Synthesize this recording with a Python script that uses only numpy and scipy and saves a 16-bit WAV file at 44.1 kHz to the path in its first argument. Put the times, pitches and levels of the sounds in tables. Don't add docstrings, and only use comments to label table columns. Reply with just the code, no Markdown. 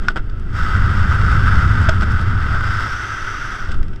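import sys
import numpy as np
from scipy import signal
from scipy.fft import rfft, irfft
from scipy.io import wavfile
from scipy.ndimage import uniform_filter1d, minimum_filter1d

SR = 44100
rng = np.random.default_rng(int(sys.argv[2]) if len(sys.argv) > 2 else 0)


def output_pcm(signal):
    pcm = np.clip(np.atleast_2d(signal).T, -1, 1) * 32767
    wavfile.write(sys.argv[1], SR, np.round(pcm).astype(np.int16))


N = 176400
TIME = np.arange(N) / SR

# time_s, level_db
EDDY_LEVEL = [(0, -9.5), (.2, -24), (.45, -11), (.66, -4.5), (.76, -1), (1.2, -0.5), (1.6, 1.5),
              (1.88, -0.5), (2.1, -2), (2.5, -4.5), (2.8, -9.5), (3.05, -20), (3.58, -29.5), (3.72, -7.5),
              (3.8, -11), (4, -22.5)]
# time_s, level_db
SWELL_LEVEL = [(0, -2), (.5, -7), (1.5, -7.5), (2.6, -6.5), (3.1, -21), (3.6, -10.5), (3.8, 4.5),
               (3.9, -1.5), (4, -19)]
# time_s, level_db
STREAM_LEVEL = [(0, -14), (.1, -29), (.24, -26), (.47, -21), (.535, -11), (.552, -4.5), (.585, 0), (.75, 1),
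                (.9, 0.5), (1.3, 3), (1.85, 2), (1.98, -3), (2.3, -1.5), (2.55, 0), (2.8, 0.5), (3.1, -5),
                (3.56, -4), (3.72, -9.5), (3.78, -15.5), (4, -34)]
# time_s, treble_db
STREAM_TREBLE = [(0, 0.5), (.58, 4), (.8, 0), (1.85, 0), (2.2, 0.5), (2.3, -2.5), (2.55, -1), (2.75, 3.5),
                 (3.6, 3.5), (3.72, 4), (3.8, -5)]
# start_s, length_s, level_db, treble_db
CLOTH_TUGS = [(0.017, 0.087, -14.5, 0.5), (0.088, 0.031, -14, 4), (.158, 0.017, 0, -2),
              (0.181, .018, -17, -8), (1.8864, 0.0099, 4.5, -0.5), (2.019, 0.013, -0.5, 2.5),
              (2.11, 0.0092, -18, 14), (2.183, 0.033, -15, 7.5), (3.679, 0.07, -15, 6),
              (3.93, 0.0078, -18, 2)]
# start_s, level_db, cutoff_hz, thud_db
FITTING_KNOCKS = [(0.0836, -1.5, 3370, -33), (.2975, -23, 3980, -58), (0.397, -29, 7000, -60),
                  (1.8890, 8, 1700, -16.5), (1.8920, 1.5, 4270, -22), (2.0100, -9.5, 4470, -43),
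                  (2.1187, -19, 8000, -60), (2.2135, -24, 10000, -60), (2.548, -6, 2000, -28),
                  (3.7164, -10, 3300, -50), (3.719, -14, 3500, -50), (3.8295, -14, 3000, -55),
                  (3.8822, -25, 4000, -60), (3.96, -21, 3500, -60)]
# pitch_hz, level_db, t60_s
LINK_MODES = [(1193, -15, 0.04), (1435, -5.5, 0.039), (1478, -6.5, 0.055), (2010, -23, 0.025),
              (4350, -22, 0.014), (5230, -10.5, 0.0088), (7660, -47.5, 0.011)]
# time_s, level_db, centre_hz
SLEEVE_HISS = [(2.45, -28, 4900), (2.65, -2, 5060), (2.85, -0.5, 5330), (3.0, 1.5, 6050), (3.25, 2, 5940),
               (3.48, 1, 5900), (3.62, -3, 5750), (3.76, -26, 5600)]
# frequency_hz, density_db
EDDY_SPECTRUM = [(10, -33.5), (30, -39), (55, -33.5), (88, -32), (113, -38), (135, -45.5), (205, -48),
                 (250, -55.5), (400, -64.5), (700, -83), (2000, -110)]
SWELL_SPECTRUM = [(5, -30.5), (14, -28), (24, -32), (45, -41), (80, -58), (200, -62.5), (350, -68),
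                  (600, -85.5), (1500, -115)]
STREAM_SPECTRUM = [(150, -83), (500, -71), (900, -70), (1500, -68), (2300, -78.5), (4100, -87),
                   (6000, -91.5), (8500, -100), (12000, -105), (14000, -105)]
FAR_AIR_SPECTRUM = [(20, -46), (70, -61.5), (108, -52), (150, -65), (260, -68.5), (380, -66.5), (520, -80),
                    (800, -83.5), (1300, -92.5), (2800, -97), (4500, -110), (14000, -125)]
CLOTH_SPECTRUM = [(200, -52), (450, -62), (560, -62), (640, -56.5), (760, -63.5), (1250, -72), (1500, -65),
                  (1900, -74.5), (3000, -77), (5000, -87), (8000, -95), (14000, -109)]
SLEEVE_SPECTRUM = [(600, -108), (1500, -73.5), (3000, -86.5), (4200, -94), (5200, -99), (6000, -95.5),
                   (7000, -105), (10000, -105), (14000, -117)]
# centre_hz, width_hz, boost_db
CASE_RESONANCES = [(108.5, 7.3, 4), (203.3, 10, 1), (375, 35, 1), (915, 27, 5), (1288, 127.6, 13),
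                   (1361, 325, 3.5), (1532, 155, 10), (1992, 178, 9.5), (2726, 263, 6), (3187, 220, 6),
                   (3590, 434, 7.5), (4080, 270, -3), (4670, 370, 6.5), (5296, 440, 9.5), (6470, 350, 3.5),
                   (7800, 400, 9.5), (9700, 520, 3), (10860, 480, 3), (13100, 800, -3)]


def from_db(db):
    return 10 ** (np.asarray(db) / 20)


def in_time(rows):
    time_s, *columns = np.transpose(rows)
    return [np.interp(TIME, time_s, column) for column in columns]


def noise(spectrum):
    hz, db = np.transpose(spectrum)
    bins_hz = np.maximum(np.arange(N // 2 + 1) * SR / N, 1)
    gain = from_db(np.interp(np.log(bins_hz), np.log(hz), db))
    return irfft(rfft(rng.standard_normal(N)) * gain, N) * np.sqrt(SR / 2)


def drift(rate_hz):
    bins_hz = np.arange(N // 2 + 1) * SR / N
    slow = irfft(rfft(rng.standard_normal(N)) / (1 + (bins_hz / rate_hz) ** 2), N)
    return slow / slow.std()


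def steadied(x, size=6000):
    power = uniform_filter1d(uniform_filter1d(x * x, size), size)
    return x * x.std() / np.sqrt(power + 1e-18)


def brighten(x, treble_db, corner_hz=4000):
    treble = signal.lfilter(*signal.butter(1, corner_hz, "high", fs=SR), x)
    return x + (from_db(treble_db) - 1) * treble


def peak(hz, width_hz, boost_db):
    damping = np.pi * width_hz / SR
    boosted = damping * from_db(boost_db)
    tuning = -2 * np.cos(2 * np.pi * hz / SR)
    numerator = np.array([1 + boosted, tuning, 1 - boosted])
    denominator = np.array([1 + damping, tuning, 1 - damping])
    return numerator / (1 + damping), denominator / (1 + damping)


def buffeting():
    eddies = from_db(in_time(EDDY_LEVEL)[0]) * steadied(noise(EDDY_SPECTRUM))
    swells = from_db(in_time(SWELL_LEVEL)[0]) * steadied(noise(SWELL_SPECTRUM))
    return eddies + swells


def stream(flutter_db=0.76, flutter_hz=18, grain_db=1.47, grain_hz=250):
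    level_db = in_time(STREAM_LEVEL)[0] + flutter_db * drift(flutter_hz) + grain_db * drift(grain_hz)
    return from_db(level_db) * brighten(noise(STREAM_SPECTRUM), in_time(STREAM_TREBLE)[0])


def far_air():
    return noise(FAR_AIR_SPECTRUM)


def cloth(crackle_db=3, crackle_hz=300, attack_s=0.0014, release_s=0.0069):
    friction = from_db(crackle_db * drift(crackle_hz)) * noise(CLOTH_SPECTRUM)
    out = np.zeros(N)
    for start_s, length_s, level_db, treble_db in CLOTH_TUGS:
        attack = np.clip((TIME - start_s) / attack_s, 0, 1)
        release = np.exp(-np.clip((TIME - start_s - length_s) / release_s, 0, 20))
        out += from_db(level_db) * attack * release * brighten(friction, treble_db)
    return out


def knocks(crack_t60_s=0.021, rattle_db=-5, rattle_t60_s=0.033, thud_hz=645, thud_t60_s=0.055):
    size = 8000
    out, age = np.zeros(N + size), np.arange(size) / SR
    decay = from_db(-60 * age / crack_t60_s) + from_db(rattle_db - 60 * age / rattle_t60_s)
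    thud = np.sin(2 * np.pi * thud_hz * age) * from_db(-60 * age / thud_t60_s)
    for start_s, level_db, cutoff_hz, thud_db in FITTING_KNOCKS:
        burst = rng.choice([-1, 1], size) * decay / np.linalg.norm(decay)
        contact = signal.lfilter(*signal.butter(2, cutoff_hz, fs=SR), burst)
        start = int(start_s * SR)
        out[start:start + size] += from_db(level_db) * contact + from_db(thud_db) * thud
    return out[:N]


def link(start_s=0.0845, level_db=-2, attack_s=0.0003):
    age = np.maximum(TIME - start_s, 0)
    ring = np.zeros(N)
    for pitch_hz, mode_db, t60_s in LINK_MODES:
        envelope = from_db(mode_db - 60 * np.minimum(age / t60_s, 4))
        ring += envelope * np.sin(2 * np.pi * pitch_hz * age)
    return from_db(level_db) * np.minimum(age / attack_s, 1) * ring


def sleeve(width_hz=520, boost_db=15, size=256):
    level_db, centre_hz = in_time(SLEEVE_HISS)
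    flow = noise(SLEEVE_SPECTRUM)
    state, blocks = np.zeros(2), []
    for i in range(0, N, size):
        resonance = peak(centre_hz[i], width_hz, boost_db)
        block, state = signal.lfilter(*resonance, flow[i:i + size], zi=state)
        blocks.append(block)
    return from_db(level_db) * np.concatenate(blocks)


def camera_case(x):
    for resonance in CASE_RESONANCES:
        x = signal.lfilter(*peak(*resonance), x + 1e-18)
    return x


def scene():
    outside = buffeting() + stream() + far_air() + cloth() + knocks() + sleeve()
    return (camera_case(outside) + link())[None]


def record(dry, ceiling=0.93, window=89, cutoff_hz=14500):
    allowed_gain = np.minimum(1, ceiling / (np.abs(dry) + 1e-9))
    gain = uniform_filter1d(minimum_filter1d(allowed_gain, size=window), size=window)
    low_pass = signal.butter(20, cutoff_hz, fs=SR, output="sos")
    return signal.sosfilt(low_pass, dry * gain)


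dry = scene()
out = record(dry)
output_pcm(out)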